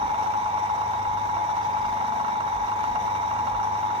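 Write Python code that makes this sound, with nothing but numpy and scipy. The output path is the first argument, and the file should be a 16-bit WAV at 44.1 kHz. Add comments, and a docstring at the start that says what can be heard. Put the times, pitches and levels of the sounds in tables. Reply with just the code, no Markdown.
"""A steady, throbbing motor whine over a low hum: an electric pottery wheel turns on a workshop floor.
The whine comes from rotor slots passing the pulsing field; under it the bearings and drive rub and whir.
Wet clay crackles finely under the hands, and a loose drive part knocks the frame once a turn, often hard.
The heavy wheel rumbles in swells as it comes round. A few tiny squeaks pass near the middle,
and faint low moans follow."""
import sys
import numpy as np
from scipy import signal
from scipy.fft import rfft, irfft
from scipy.io import wavfile
from scipy.ndimage import uniform_filter1d

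SR = 44100
rng = np.random.default_rng(int(sys.argv[2]) if len(sys.argv) > 2 else 0)


def pcm_store(signal):
    """Save signal as 16-bit PCM."""
    levels = np.round(np.clip(np.atleast_2d(signal), -1, 1) * 32767)
    wavfile.write(sys.argv[1], SR, levels.astype(np.int16).T)


N = 176400
TIME, FREQS = np.arange(N) / SR, np.fft.rfftfreq(N, 1 / SR)
SHAFT_HZ, MAINS_HZ = 25.21, 50.6
KNOCK_TURN = .42  # how far into each turn the loose part strikes

# The motor's steady hum. Each row: multiple of half the mains frequency, level in dB.
HUM_LINES = [(2, -64.5), (3, -55.5), (5, -64.5), (6, -65), (7, -59.5), (8, -56), (9, -56.5), (10, -66.5),
             (11, -62), (12, -63), (13, -58), (14, -70), (16, -68.5), (17, -58.5), (18, -67.5)]
# The load riding the hum at twice the mains frequency. Each row: time in seconds, left level in dB.
LOAD_CURVE = [(0, -47), (.35, -49), (.5, -46.5), (1, -44), (1.25, -41.5), (1.5, -45.5), (2, -47),
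              (2.2, -50), (2.6, -49.5), (3, -47.5), (3.4, -43), (4, -46)]
# Rotor slot whine and its sidebands. Each row: shaft order, mains multiple added to it,
# left and right levels in dB, left phase lead in radians.
WHINE_LINES = [(33, -1, -51, -48, -.9), (34, -1, -49, -44, -1.1), (35, -1, -42, -40, -1.6),
               (36, -1, -27.4, -39, 0), (37, -1, -39, -47, -1.2), (35, 1, -52, -42, 2.8),
               (36, 1, -34.5, -30, -1.9), (37, 1, -46, -36, -1.7), (38, 1, -48, -43, 3.1),
               (36, 3, -49, -43, -2.1), (38, 5, -59, -54, -2.8)]
# The fader on the tone that makes the whine throb. Each row: time in seconds, gain in dB.
THROB_CURVE = [(0, 4.5), (.3, 8), (.65, 7), (1, -4), (1.55, 5.5), (2.05, -4.5), (2.55, 4), (3.1, -2),
               (3.65, 1), (4, -4)]
# Bearing resonances. Each row: centre and width in Hz, left and right levels in dB.
BEARING_BANDS = [(696.6, 13, -50, -47), (799, 26, -46.5, -43), (1167, 18, -52, -50), (1626, 56, -55, -74),
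                 (1944, 45, -52.5, -67), (2148, 18, -58.5, -51), (2198, 40, -56, -56), (2313, 22, -52, -58),
                 (3553, 32, -63.5, -62), (3814, 27, -58.5, -68.5)]
# Steady whir and hiss as the microphones hear it, with a different treble notch on each side.
# Each row: frequency in Hz, left and right densities in dB per Hz before trim.
WHIR_AT_MICS = [(25, -85.5, -84), (50.4, -79.5, -77.5), (90.5, -67, -73), (139, -79, -71.5),
                (252, -76.5, -76), (367, -78, -77), (500, -77.5, -70), (667, -72, -70.5), (848, -59.5, -59),
                (916, -66.5, -60), (1084, -62.5, -71), (1190, -76, -70), (1530, -74, -75.5),
                (2170, -77, -80.5), (2460, -83, -84.5), (3330, -89.5, -88), (3740, -85.5, -77.5),
                (4285, -95, -92.5), (5170, -99, -89), (5740, -93.5, -79), (6940, -121, -92),
                (7640, -101, -94), (9300, -99, -106), (10200, -100, -125), (11450, -110, -111),
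                (12300, -104, -100), (14000, -122, -99), (15400, -125, -97.5)]
# The whir's stereo image. Each row: frequency in Hz, left-right likeness from 0 (wide) to 1 (narrow).
WHIR_LIKENESS = [(50, 1), (110, 0.84), (200, 0.88), (380, 0.59), (800, 1), (1300, 0.31), (2400, 0.5),
                 (4400, .25), (12000, .1)]
# Hard hits of the loose part. Each row: start in seconds before a short delay, strength in dB.
HARD_KNOCKS = [(0.012, -32), (0.088, -30), (0.138, -27), (0.207, -35), (0.256, -29.5), (0.333, -27.5),
               (0.453, -28), (0.571, -28.5), (0.69, -28.5), (0.809, -30), (0.929, -30), (1.046, -29.5),
               (1.167, -29), (1.286, -29), (1.334, -34.0), (1.361, -28.5), (1.488, -30), (1.565, -33.5),
               (1.607, -33), (1.645, -38), (1.764, -30), (1.844, -27.5), (1.963, -31), (2.004, -30.5),
               (2.041, -32), (2.083, -39), (2.117, -31.5), (2.192, -27.5), (2.242, -27.5), (2.278, -28.5),
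               (2.349, -29.5), (2.4, -26.5), (2.469, -31), (2.519, -32), (2.56, -33), (2.6, -36),
               (2.631, -35), (2.677, -30), (2.713, -27), (2.785, -31), (2.834, -25.5), (2.951, -25),
               (3.073, -29), (3.145, -31.5), (3.227, -30), (3.306, -27), (3.357, -29), (3.384, -27.5),
               (3.465, -27.5), (3.516, -38), (3.542, -28), (3.594, -29), (3.625, -29.5), (3.749, -32),
               (3.824, -30.5), (3.898, -29.5), (3.947, -34)]
# The frame's ring. Each row: pitch in Hz, left and right gains in dB, seconds to fall by 60 dB.
FRAME_MODES = [(667, -6, -4, 0.032), (1077, -9.5, 5, 0.05), (1137, 1.5, 1.5, 0.036), (1300, -2, 6.5, 0.02),
               (1410, 0.5, 8, 0.012), (1590, -8, 0, 0.016), (1900, -15, -14.5, 0.017),
               (2696, -16.5, -25, 0.026), (2805, -17.5, -15.5, 0.045), (4190, -21, -16.5, .014),
               (5910, -22, -9, 0.01)]
# The wheel's swells. 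Each row: peak time and half-height width in seconds, bass and body levels in dB.
RUMBLE_SWELLS = [(0.04, 0.11, -50, -46), (.52, 0.17, -51, -66), (1.135, 0.2, -54, -63),
                 (1.335, 0.12, -50, -51.5), (1.883, 0.16, -51, -62), (2.583, 0.13, -48, -54),
                 (2.965, 0.15, -50, -44), (3.43, 0.098, -60, -47), (3.56, 0.09, -47, -69)]
# Squeaks and moans. Each row: peak time and length in seconds, pitch and width in Hz,
# level in dB before panning.
SQUEAKS_AND_MOANS = [(1.635, .05, 4850, 400, -54), (1.738, .018, 5000, 450, -52),
                     (1.818, .016, 5030, 300, -51), (1.862, .016, 5020, 300, -50),
                     (1.902, .016, 4980, 300, -55), (2.72, .07, 635, 20, -48), (2.78, .14, 595, 14, -42),
                     (3.11, .12, 520, 20, -47)]


def amp(db):
    """Decibels to gain."""
    return 10 ** (np.asarray(db) / 20)


def unit_rms(x):
    """Scales to rms 1."""
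    return x / np.sqrt(np.mean(x ** 2) + 1e-20)


def spectrum(rows, column=1):
    """Spreads one column of a table over FREQS on a log-frequency axis."""
    table = np.array(rows, float)
    return np.interp(np.log(FREQS + 1), np.log(table[:, 0] + 1), table[:, column])


def add(mix, start_s, sound):
    """Drops a sound into the mix."""
    part = mix[..., max(round(start_s * SR), 0):][..., :sound.shape[-1]]
    part += sound[..., :part.shape[-1]]


def band(centre_hz, width_hz):
    """Noise in one steep resonance, rms 1."""
    rolloff = 1 + (2 * (FREQS - centre_hz) / width_hz) ** 2
    return unit_rms(irfft(rfft(rng.standard_normal(N)) / rolloff, N))


def wander(rate_hz):
    """A random control curve moving mostly below rate_hz, rms about 1."""
    bins = rfft(rng.standard_normal(1000))
    hz = FREQS[:len(bins)]
    curve = unit_rms(irfft(bins * (hz > 0) / (1 + (hz / rate_hz) ** 2)))
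    return np.interp(np.linspace(0, 1, N), np.linspace(0, 1, len(curve)), curve)


def swell(peak_s, width_s):
    """A smooth rise and fall, width_s wide at half height."""
    return np.cos(np.pi / 2 * np.clip((TIME - peak_s) / width_s, -1, 1)) ** 2


def left_phase(hz, lag_s=.00028):
    """Phase shift in radians of motor sound reaching the left side late."""
    return -2 * np.pi * hz * lag_s


def hum_tone(hz, left_db, right_db, waver=.2):
    """One stereo line of the hum, wavering in level and drifting in phase."""
    phase = 2 * np.pi * (hz * TIME + rng.random()) + .3 * wander(2.0)
    pair = np.array([amp(left_db) * np.cos(phase + left_phase(hz)), amp(right_db) * np.cos(phase)])
    return np.sqrt(2) * (1 + waver * wander(.74)) * pair


def motor_hum():
    """Low motor harmonics, mains hum that follows the load, and a shaft drone that swells once."""
    steady = sum(hum_tone(multiple * MAINS_HZ / 2, db, db) for multiple, db in HUM_LINES)
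    load = amp(np.interp(TIME, *np.transpose(LOAD_CURVE)))
    mains = load * hum_tone(2 * MAINS_HZ, 0, -2, waver=.069)
    drone = sum(hum_tone(order * SHAFT_HZ, db, db) for order, db in ((9, -50), (10, -55)))
    return steady + mains + swell(peak_s=2.31, width_s=.68) * drone


def rotor_whine(throb_hz=11.53, dip_s=.1594, wobble_rad=2.0):
    """Rotor slots pass the pulsing field; the speed wobbles once a turn and adds sidebands."""
    drift = .72 * wander(1.0)  # radians, shared by all lines
    slots, main_multiple, *_ = max(WHINE_LINES, key=lambda row: row[2])

    def line(phase, left_db, right_db, lead):
        left = amp(left_db) * np.cos(phase + drift)
        right = amp(right_db) * np.cos(phase + drift - lead)
        return np.sqrt(2) * (1 + .051 * wander(5.8)) * np.array([left, right])

    def phase_of(order, multiple):
        hz = order * SHAFT_HZ + multiple * MAINS_HZ
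        sideband = order - slots  # the wobble is locked to the knock's place in the turn
        return 2 * np.pi * (hz * TIME - sideband * KNOCK_TURN) - wobble_rad * abs(sideband)

    whine = sum(line(phase_of(order, multiple), *stereo) for order, multiple, *stereo in WHINE_LINES)
    # A tone just under the loudest line beats against it.
    throb_phase = phase_of(slots, main_multiple) - 2 * np.pi * throb_hz * (TIME - dip_s) + np.pi
    fader = amp(np.interp(TIME, *np.transpose(THROB_CURVE)))
    return whine + fader * line(throb_phase, left_db=-38, right_db=-42, lead=-1.33)


def shaft_pulse(peak_turn):
    """A cosine that crests once a turn, peak_turn of the way round."""
    return np.cos(2 * np.pi * (SHAFT_HZ * TIME - peak_turn))


def bearings(pulse_db=.5):
    """Faint fuzzy tones: narrow resonances that the bearings rub harder once a turn."""
    tones = np.zeros((2, N))
    for hz, width_hz, left_db, right_db in BEARING_BANDS:
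        pan = np.array([[amp(left_db) * np.exp(1j * left_phase(hz))], [amp(right_db)]])
        tones += (pan * signal.hilbert(band(hz, width_hz))).real
    return amp(pulse_db * shaft_pulse(.76)) * tones


def patchy_noise(patch_db=1.2, size=1024):
    """Two noises sharing soft random patches of level across time and pitch, rms 1."""
    hop = size // 4
    real_a, imag_a, real_b, imag_b, patches = rng.standard_normal((N // hop + 5, size // 2 + 1, 5)).T
    patches = unit_rms(uniform_filter1d(uniform_filter1d(patches, 10, axis=0), 10, axis=1))
    frames = np.array([real_a + 1j * imag_a, real_b + 1j * imag_b]) * amp(patch_db * patches)
    return unit_rms(signal.istft(frames, nperseg=size, noverlap=size - hop)[1][:, :N])


def drive_whir(trim_db=.5, crossover_hz=900, race_hz=104.5):
    """The drive rubs; its treble flickers, pulses with the shaft and ripples with the bearing balls."""
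    shared, separate = rfft(patchy_noise())
    likeness = spectrum(WHIR_LIKENESS)
    left = (likeness * shared + np.sqrt(1 - likeness ** 2) * separate) * np.exp(1j * left_phase(FREQS))
    at_mics = amp([spectrum(WHIR_AT_MICS, 1), spectrum(WHIR_AT_MICS, 2)]) * np.sqrt(SR / 2)
    whir = np.array([left, shared]) * at_mics
    treble = FREQS ** 2 / (FREQS ** 2 + crossover_hz ** 2)
    ripple = np.cos(2 * np.pi * race_hz * TIME)
    flutter_db = 1.25 * wander(37) + .23 * shaft_pulse(.75) - .1 * ripple
    return amp(trim_db) * (irfft(whir * (1 - treble), N) + irfft(whir * treble, N) * amp(flutter_db))


def clay_grit(clicks_per_s=260, spread_db=2.2, decay_s=.0019):
    """Wet clay crackles under the hands: tiny random bursts of bright noise."""
    clicks = (rng.random(N) < clicks_per_s / SR) * amp(spread_db * np.minimum(rng.exponential(1, N), 4))
    bursts = signal.fftconvolve(clicks, np.exp(-TIME[:SR // 100] / decay_s))[:N]
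    left = unit_rms(bursts * band(8500, 4000))
    right = unit_rms(bursts * (band(8200, 3000) + band(14200, 3000)))
    return np.array([amp(-72.5) * left, amp(-75.5) * right])


def workshop(sound, t60_s=.12, wet_db=-8):
    """Adds a short room tail, different on each side."""
    t = TIME[:SR // 3]
    tail = rng.standard_normal((2, len(t))) * amp(-60 * t / t60_s) * (t > .004)
    tail /= np.linalg.norm(tail[0])
    return sound + amp(wet_db) * signal.fftconvolve(sound, tail, axes=1)[:, :N]


def frame_ring(t, attack_s=.00091):
    """The frame answers a blow with fast-dying modes of alternating polarity."""
    ring = np.zeros((2, len(t)))
    for k, (hz, left_db, right_db, t60_s) in enumerate(FRAME_MODES):
        phase = 2 * np.pi * hz * t
        mode = np.array([amp(left_db) * np.sin(phase + left_phase(hz)), amp(right_db) * np.sin(phase)])
        ring += (-1) ** k * amp(-60 * t / t60_s) * mode
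    return ring * (1 - np.exp(-t / attack_s))


def drive_knocks(delay_s=.004, scuff_s=.0025):
    """Once a turn a loose part strikes and scuffs the frame, hard on some turns, lightly on the rest."""
    hard_times = np.array(HARD_KNOCKS)[:, 0]
    turn_times = (np.arange(int(N / SR * SHAFT_HZ)) + KNOCK_TURN) / SHAFT_HZ
    light_db = rng.normal(-41.5, 2.5, len(turn_times))
    light = [(s, db) for s, db in zip(turn_times, light_db) if abs(hard_times - s).min() > .5 / SHAFT_HZ]
    t, blows, scuffs = TIME[:SR // 12], np.zeros(N), np.zeros(N)
    for start_s, db in list(HARD_KNOCKS) + light:
        add(blows, start_s + delay_s, amp([db]))
        add(scuffs, start_s + delay_s, amp(db - 30) * np.exp(-t / scuff_s) * rng.standard_normal(len(t)))
    ringing = amp(1) * signal.fftconvolve((blows + scuffs)[None], frame_ring(t), axes=1)[:, :N]
    hiss = scuffs * amp([[-24], [-17]])  # the bare scuff sits to the right
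    return workshop(ringing + hiss)


def wheel_rumble():
    """The heavy wheel labours as it comes round: swells of deep bass and low body."""
    bass = sum(amp(db) * swell(peak_s, width_s) for peak_s, width_s, db, _ in RUMBLE_SWELLS)
    body = sum(amp(db) * swell(peak_s, width_s) for peak_s, width_s, _, db in RUMBLE_SWELLS)
    return bass * band(centre_hz=51, width_hz=11) + body * band(centre_hz=225, width_hz=150)


def squeaks():
    """Faint high chirps, then low moans: brief swells of narrow noise, a little to the right."""
    chirps = sum(amp(db) * swell(peak_s, length_s / 2) * band(hz, width_hz)
                 for peak_s, length_s, hz, width_hz, db in SQUEAKS_AND_MOANS)
    return workshop(chirps * amp([[-3], [1]]))


def scene():
    """The running motor is the bed; knocks, rumble, squeaks and clay sit on top."""
    bed = motor_hum() + rotor_whine() + bearings() + drive_whir()
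    return bed + drive_knocks() + wheel_rumble() + squeaks() + clay_grit()


def record(dry):
    """A steep low-pass takes the very top off the mix."""
    lowpass = signal.firwin(801, cutoff=15550, window=("kaiser", 9), fs=SR)
    return signal.oaconvolve(dry, lowpass[None], "same")


dry = scene()
out = record(dry)
pcm_store(out)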